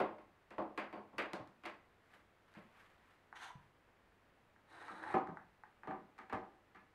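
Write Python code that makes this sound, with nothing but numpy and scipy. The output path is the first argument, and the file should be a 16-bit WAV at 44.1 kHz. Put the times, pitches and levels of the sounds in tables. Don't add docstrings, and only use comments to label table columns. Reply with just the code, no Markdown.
import sys
import numpy as np
from scipy import signal
from scipy.fft import rfft, irfft, next_fast_len
from scipy.io import wavfile
from scipy.ndimage import map_coordinates

SR = 44100
rng = np.random.default_rng(int(sys.argv[2]) if len(sys.argv) > 2 else 0)


def pcm_store(signal):
    levels = np.round(np.clip(np.atleast_2d(signal), -1, 1) * 32767)
    wavfile.write(sys.argv[1], SR, levels.astype(np.int16).T)


N = 306054
RING = 2 ** 15
T = np.arange(RING) / SR
CLOCK = np.arange(N) / SR

# (frequency [Hz], relative density [dB/Hz])
AIR_COLOUR = [(20, -10), (30, -19), (48, -2.5), (100, -12.5), (150, -8), (300, -10), (450, -10),
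              (1000, -12), (1900, -14.5), (3100, -23.5), (4000, -28), (5800, -35), (10000, -38.5),
              (15500, -42)]
# (frequency [Hz], level before the common trim [dB])
HUM_TONES = [(96.9, -81.5), (344.5, -86.5), (441.4, -91), (2536, -101)]
# (frequency [Hz], t60 [s])
ROOM_T60 = [(100, 0.63), (260, 0.37), (700, 0.45), (1800, 0.36), (4800, 0.33), (12000, 0.17)]
# (frequency [Hz], relative density [dB/Hz])
SKIN_COLOUR = [(200, -16.5), (900, 3.5), (1700, 4.5), (3000, -5), (6000, -20), (13000, -23.5), (16000, -45)]
# (loudest moment [s], level [dB], time to die 60 dB [s])
HAND_BRUSHES = [(2.15, -64.5, 0.32), (2.55, -69, 0.75), (2.781, -66, 1.18), (3.11, -73, 0.38),
                (3.655, -71.5, 0.15)]
# (time [s], level before attack and decay [dB], pitch [Hz])
BENCH_BUMPS = [(0.589, -37.5, 216.4), (1.17, -53, 123), (1.337, -39.5, 194), (1.403, -47, 127),
               (2.57, -43.5, 185), (2.652, -52.5, 224), (3.554, -43.5, 139), (5.146, -33, 179),
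               (5.292, -39, 167), (5.888, -39, 182), (6.339, -42, 106)]
# (time [s], level before attack and decay [dB], pitch [Hz])
SPRING_PINGS = [(0.777, -68, 4750), (0.927, -63, 4600)]
# (time [s], jaw peak [dB], steel edge peak re jaw peak [dB])
CATCH_TICKS = [(0.506, -57.5, 2), (0.786, -51, -16), (1.181, -53, -4), (1.334, -44.5, 8.5),
               (1.475, -58.5, 2), (1.661, -40.5, -1.5), (2.540, -66, 9), (2.551, -52, -20),
               (3.327, -40, -25), (3.888, -60, -28), (4.562, -55.5, -28), (4.882, -42, -11),
               (5.273, -39.5, -18), (5.371, -38, -27), (5.636, -42.5, -23), (5.834, -42.5, -34),
               (5.910, -36.5, -33), (6.188, -42.5, -10.5), (6.299, -42.5, -24), (6.331, -33, -12.5)]
# (frequency [Hz], relative density [dB/Hz])
STEEL_COLOUR = [(100, -12.5), (300, -17.5), (620, -7.5), (780, -1), (1300, -5), (1900, -1.5), (2450, -13.5),
                (4200, -19), (5200, -27), (10000, -34.5), (15500, -52)]
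# (resonance [Hz], width [Hz], lift [dB])
JAW_MODES = [(324, 8, 20.5), (867, 61, 10.5), (942, 64, 4.5), (1230, 440, 5), (1550, 150, 6.5),
             (1830, 40, 3)]
BAR_OUT_MODES = [(3060, 250, 4.5), (3500, 150, 5.5), (4000, 69, 5), (6000, 130, 12.5), (6630, 150, 11),
                 (8260, 270, 10), (10500, 370, 8.3), (12600, 1700, 5.2)]
BAR_IN_MODES = [(3880, 150, 8.9), (4100, 180, 3.1), (6570, 400, 2.5), (8320, 93, 16.4), (10400, 550, 9.6)]
# (time [s], level before hiss_db [dB])
OPENING_STROKE = [(3.35, -83), (3.356, -62.5), (3.388, -64), (3.442, -55.5), (3.56, -80.5)]
CLOSING_STROKE = [(4.67, -85), (4.698, -73), (4.798, -68.5), (5.028, -69), (5.07, -66), (5.135, -65.5)]
# (low edge [Hz], high edge [Hz])
SLIDE_BANDS_HZ = [(100, 600), (600, 2400), (2400, 15800)]
# (loudest moment [s], length [s], level [dB], pitch [Hz])
JAW_BINDS = [(3.363, 0.032, -59, 1520), (3.492, .1, -56, 980), (3.653, 0.022, -67, 930),
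             (4.894, 0.038, -48.5, 1250), (5.084, .08, -47.5, 864)]
# (time [s], blow before growth and colour [dB], hardness [0-1])
CONTACTS = [(0.0, -32.5, 0.25), (0.182, -60.5, 0.44), (0.506, -55, 0.59), (0.581, -39, 0.07),
            (0.775, -40.5, 0.69), (0.784, -50, 0.6), (0.926, -47.5, 0.34), (0.965, -52.5, 0.01),
            (1.13, -61, 0.07), (1.181, -39.5, 0.88), (1.331, -43.5, 0.45), (1.388, -55.5, 0),
            (1.635, -56, 0.77), (1.653, -46, 0.74), (2.144, -68.5, 0.56), (2.549, -65.5, 0.9),
            (2.571, -59.5, 0.46), (4.881, -65.5, 0.8), (4.904, -60, 0), (5.140, -30.5, 0.23),
            (5.287, -52.5, 0), (5.832, -59.5, 0.6), (5.872, -45, 0.32), (5.908, -47.5, 0.18),
            (6.179, -62, 1), (6.187, -58.5, 0.77), (6.296, -56.5, .85), (6.324, -39.3, 0.44),
            (6.746, -62, 0.8), (6.757, -67, 1)]
# (frequency [Hz], relative density [dB/Hz])
BASE_COLOUR = [(30, -26.5), (110, -7.5), (160, -5.5), (220, -8), (500, 0.5), (900, 7), (1400, -0.5),
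               (2400, -10), (3500, -17.5), (5500, -27.5), (9000, -30.5), (15500, -40.5)]
FENCE_COLOUR = [(30, -16), (110, -18), (175, -3), (300, 2), (480, -1.5), (900, 0.5), (1400, -3.5),
                (2400, -10), (3500, -23.5), (5500, -34.5), (9000, -42), (15500, -52.5)]
# (resonance [Hz], width [Hz], lift [dB])
BASE_MODES = [(208.8, 6.7, 13.5), (331.4, 58, 19.5), (386.3, 63, 7), (538, 13, 8), (604.4, 36, 10),
              (725, 5.8, 1), (772, 51, 1.5), (999, 89, -1), (1075, 53, 6.5), (1638, 11, -3),
              (2015, 130, 5.5), (2450, 680, 6), (4740, 350, 7)]
FENCE_MODES = [(193.6, 35, 18.6), (229, 60, 2.2), (289, 30, 5.3), (364, 41, 17.5), (470.5, 15, 9.5),
               (627, 35, 12.6), (765, 21, 18.2), (850, 78, 11.6), (1026, 53, 10.2), (1178, 50, 12.6),
               (1249, 8.3, 9.4), (1714, 29, 8), (2080, 320, 5.1), (3120, 50, 1.8), (4160, 25, 4.4)]
# (low edge [Hz], high edge [Hz])
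KNOCK_BANDS_HZ = [(30, 280), (280, 1400), (1400, 4000), (4000, 15800)]
# (thud [dB], knock [dB], clack [dB], snap [dB])
SOFT_COLOUR_DB = (-9, 0, -17, -40)
HARD_COLOUR_DB = (-18, -4, 2, -16)
# (thud [dB/dB], knock [dB/dB], clack [dB/dB], snap [dB/dB])
BAND_GROWTH = (0.68, 1, 0.97, 1)

AIR_DB = -71.5
BRUSH_RISE_S = 0.41
SCRAPE_FOLLOWS = 0.84
JAW_WANDER, BAR_WANDER, GRIP_CHANGES_PER_S = 0.0428, 0.008, 25
SURGE_DB, SURGES_PER_S = 2.6, 60
USUAL_BLOW_DB = -45
SOFT_ONSET_S, HARD_ONSET_S = 0.0017, 0.0039
CHATTER_GAP_S, CHATTER_STEP_DB = 0.03, -9.5
BENCH_LAG_S = 0.00486
SECOND_CLAMP_S = 3.0
TOP_HZ = 15700


def amp(db):
    return 10 ** (np.asarray(db) / 20)


def unit(x):
    return x / np.sqrt(np.mean(x ** 2) + 1e-20)


def fade(t60_s):
    return np.exp(-np.log(1000) * T / t60_s)


def attack(rise_s):
    return 1 - np.exp(-T / rise_s)


def along(points, hz):
    f, v = np.transpose(points)
    return np.interp(np.log(hz + 1), np.log(f + 1), v)


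def add(track, s, sound):
    start = max(0, round(s * SR))
    track[start:start + len(sound)] += sound[:len(track) - start]


def band(x, edges_hz):
    return signal.sosfilt(signal.butter(3, edges_hz, "bandpass", fs=SR, output="sos"), x)


def through(x, response):
    return signal.fftconvolve(x, response)[:len(x)]


def wobble(knots_per_s):
    return map_coordinates(rng.standard_normal(RING), [CLOCK * knots_per_s])


def body(colour, modes=()):
    hz = np.fft.rfftfreq(RING, 1 / SR)
    power_lift = 1
    for centre_hz, width_hz, lift_db in modes:
        power_lift = power_lift + (amp(lift_db) ** 2 - 1) / (1 + (2 * (hz - centre_hz) / width_hz) ** 2)
    magnitude = amp(along(colour, hz)) * np.sqrt(np.abs(power_lift))
    cepstrum = irfft(np.log(magnitude + 1e-6))
    cepstrum[1:RING // 2] *= 2
    cepstrum[RING // 2 + 1:] = 0
    return irfft(np.exp(rfft(cepstrum)))


def room_tail(build_s=0.0006, early_share=0.17, early_s=0.024):
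    hz, t, z = signal.stft(rng.standard_normal(RING), SR, nperseg=256)
    decay = np.exp(-np.log(1000) * t / along(ROOM_T60, hz)[:, None])
    tail = signal.istft(z * decay, SR)[1][:RING]
    swell = (T / early_s) ** 2 * np.exp(2 - 2 * T / early_s)
    tail = tail * (attack(build_s) + early_share * swell)
    return tail / np.linalg.norm(tail)


def in_room(dry, room_db):
    return dry + amp(room_db) * through(dry, room_tail())


def friction(slips_per_s, uneven_db, smooth_share, spread_db=4):
    sizes = rng.choice([-1, 1], N) * amp(spread_db * rng.standard_normal(N))
    slips = (rng.random(N) < slips_per_s / SR) * sizes
    rub = unit(slips) + smooth_share * rng.standard_normal(N)
    return rub * amp(uneven_db * wobble(70))


def workshop(hum_trim_db=-2):
    noise = rng.standard_normal(N + RING)
    air = unit(through(noise, body(AIR_COLOUR))[RING:])
    hum = np.zeros(N)
    for hz, rms_db in HUM_TONES:
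        hum += amp(rms_db) * np.sqrt(2) * np.sin(2 * np.pi * (hz * CLOCK + rng.random()))
    return amp(AIR_DB) * air + amp(hum_trim_db) * hum


def hands():
    rub = through(friction(slips_per_s=680, uneven_db=1.5, smooth_share=1.3), body(SKIN_COLOUR))
    touch = np.zeros(N)
    for s, db, dying_s in HAND_BRUSHES:
        distance = np.maximum((s - CLOCK) / BRUSH_RISE_S, (CLOCK - s) / dying_s)
        touch += amp(db) * np.exp(-np.log(1000) * distance)
    return touch * unit(rub)


def notes(rows, t60_s, rise_s, room_db):
    out = np.zeros(N)
    for s, db, hz in rows:
        note = np.sin(2 * np.pi * hz * T) * fade(t60_s) * attack(rise_s)
        add(out, s, amp(db) * in_room(note, room_db))
    return out


def bumps():
    return notes(BENCH_BUMPS, t60_s=0.051, rise_s=0.0022, room_db=-6)


def pings():
    return notes(SPRING_PINGS, t60_s=0.051, rise_s=0.001, room_db=-3)


def ticks(jaw_band_hz=(600, 2300), edge_band_hz=(3500, 15000), room_db=-4):
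    out = np.zeros(N)
    jaw = band(band(body(STEEL_COLOUR, JAW_MODES), jaw_band_hz), jaw_band_hz)
    edge = band(body(STEEL_COLOUR), edge_band_hz)
    jaw = jaw / np.abs(jaw).max()
    edge = edge / np.abs(edge).max()
    for s, peak_db, edge_db in CATCH_TICKS:
        tick = jaw + amp(edge_db) * edge
        add(out, s, amp(peak_db) * in_room(tick, room_db))
    return out


def binds(width_share=0.12, room_db=-6):
    out = np.zeros(N)
    for s, length_s, db, hz in JAW_BINDS:
        slips = friction(slips_per_s=500, uneven_db=6.0, smooth_share=0.37)
        resonance = signal.iirpeak(hz, 1 / width_share, fs=SR)
        groan = signal.lfilter(*resonance, band(slips, (600, 2400)))
        swell = np.cos(np.pi * np.clip((CLOCK - s) / length_s, -0.5, 0.5))
        out += amp(db) * unit(groan) * swell
    return in_room(out, room_db)


def stroke_gain(stroke, edge_s=0.021, silent_db=-180):
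    s, db = np.transpose(stroke)
    times = np.r_[s[0] - edge_s, s, s[-1] + edge_s]
    return amp(np.interp(CLOCK, times, np.r_[silent_db, db, silent_db]))


def wander(x, share):
    read_rate = 1 + share * wobble(GRIP_CHANGES_PER_S)
    return map_coordinates(x, [np.cumsum(read_rate)], mode="wrap")


def slide(stroke, bar_modes, hiss_db, scrape_db, rumble_db, press_db_per_s, room_db):
    rub = friction(slips_per_s=1300, uneven_db=1.5, smooth_share=1.0)
    rub = through(rub, body(STEEL_COLOUR, JAW_MODES + bar_modes))
    rumble, scrape, hiss = (unit(band(rub, edges_hz)) for edges_hz in SLIDE_BANDS_HZ)
    scrape = wander(scrape, JAW_WANDER)
    hiss = wander(hiss, BAR_WANDER)
    speed = stroke_gain(stroke)
    start_s, stop_s = stroke[0][0], stroke[-1][0]
    press_db = press_db_per_s * (np.clip(CLOCK, start_s, stop_s) - stop_s)
    press_db = press_db + SURGE_DB * wobble(SURGES_PER_S)
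    drag = (speed / speed.max()) ** SCRAPE_FOLLOWS * amp(press_db)
    dry = amp(hiss_db) * speed * hiss + drag * (amp(scrape_db) * scrape + amp(rumble_db) * rumble)
    return in_room(dry, room_db)


def slides():
    opening = slide(OPENING_STROKE, BAR_OUT_MODES, hiss_db=0.5, scrape_db=-55.5, rumble_db=-73.5,
                    press_db_per_s=-19, room_db=-8.5)
    closing = slide(CLOSING_STROKE, BAR_IN_MODES, hiss_db=0.0, scrape_db=-49, rumble_db=-55.5,
                    press_db_per_s=30, room_db=-5.0)
    return opening + closing


def ringing(colour, modes, t60_s=0.34, scatter_db=2):
    hz, width_hz, lift_db = np.transpose(modes)
    level_db = along(colour, hz) + lift_db + scatter_db * rng.standard_normal(len(hz))
    size = amp(level_db) / np.sqrt(np.abs(width_hz))
    cycles = hz[:, None] * T + rng.random((len(hz), 1))
    return size @ np.sin(2 * np.pi * cycles) * fade(t60_s)


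def chattering_crack(onset, t60_s=0.019):
    crack = onset * rng.standard_normal(RING) * fade(t60_s)
    delays_s = np.cumsum(CHATTER_GAP_S * (0.5 + rng.random(2)))
    for k, delay_s in enumerate(delays_s, 1):
        repeat = onset * rng.standard_normal(RING) * fade(t60_s)
        add(crack, delay_s, amp(k * CHATTER_STEP_DB) * repeat)
    return crack


def knocks(ring_db=-4, direct_db=(-13, -10, -7, -1)):
    out = np.zeros(N)
    lags_s = (BENCH_LAG_S, 0, 0, 0)
    for s, blow_db, hardness in CONTACTS:
        colour_db = (1 - hardness) * np.array(SOFT_COLOUR_DB) + hardness * np.array(HARD_COLOUR_DB)
        band_db = USUAL_BLOW_DB + np.array(BAND_GROWTH) * (blow_db - USUAL_BLOW_DB) + colour_db
        onset = attack(SOFT_ONSET_S * (HARD_ONSET_S / SOFT_ONSET_S) ** hardness)
        wood = (BASE_COLOUR, BASE_MODES) if s < SECOND_CLAMP_S else (FENCE_COLOUR, FENCE_MODES)
        board = body(*wood)
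        direct = unit(through(chattering_crack(onset), board))
        room = unit(through(onset * room_tail(), board))
        sustain = room + amp(ring_db) * unit(onset * ringing(*wood))
        for edges_hz, db, near_db, lag_s in zip(KNOCK_BANDS_HZ, band_db, direct_db, lags_s):
            part = band(amp(near_db) * direct + sustain, edges_hz)
            early_rms = np.std(part[:RING // 24])
            add(out, s + lag_s, amp(db) * part / early_rms)
    return out


def scene():
    background = workshop() + hands()
    clamps = bumps() + pings() + ticks() + binds() + slides() + knocks()
    return (background + clamps)[None]


def record(dry):
    size = next_fast_len(N + RING)
    keep = np.fft.rfftfreq(size, 1 / SR) < TOP_HZ
    return irfft(rfft(dry, size) * keep, size)[:, :N]


dry = scene()
out = record(dry)
pcm_store(out)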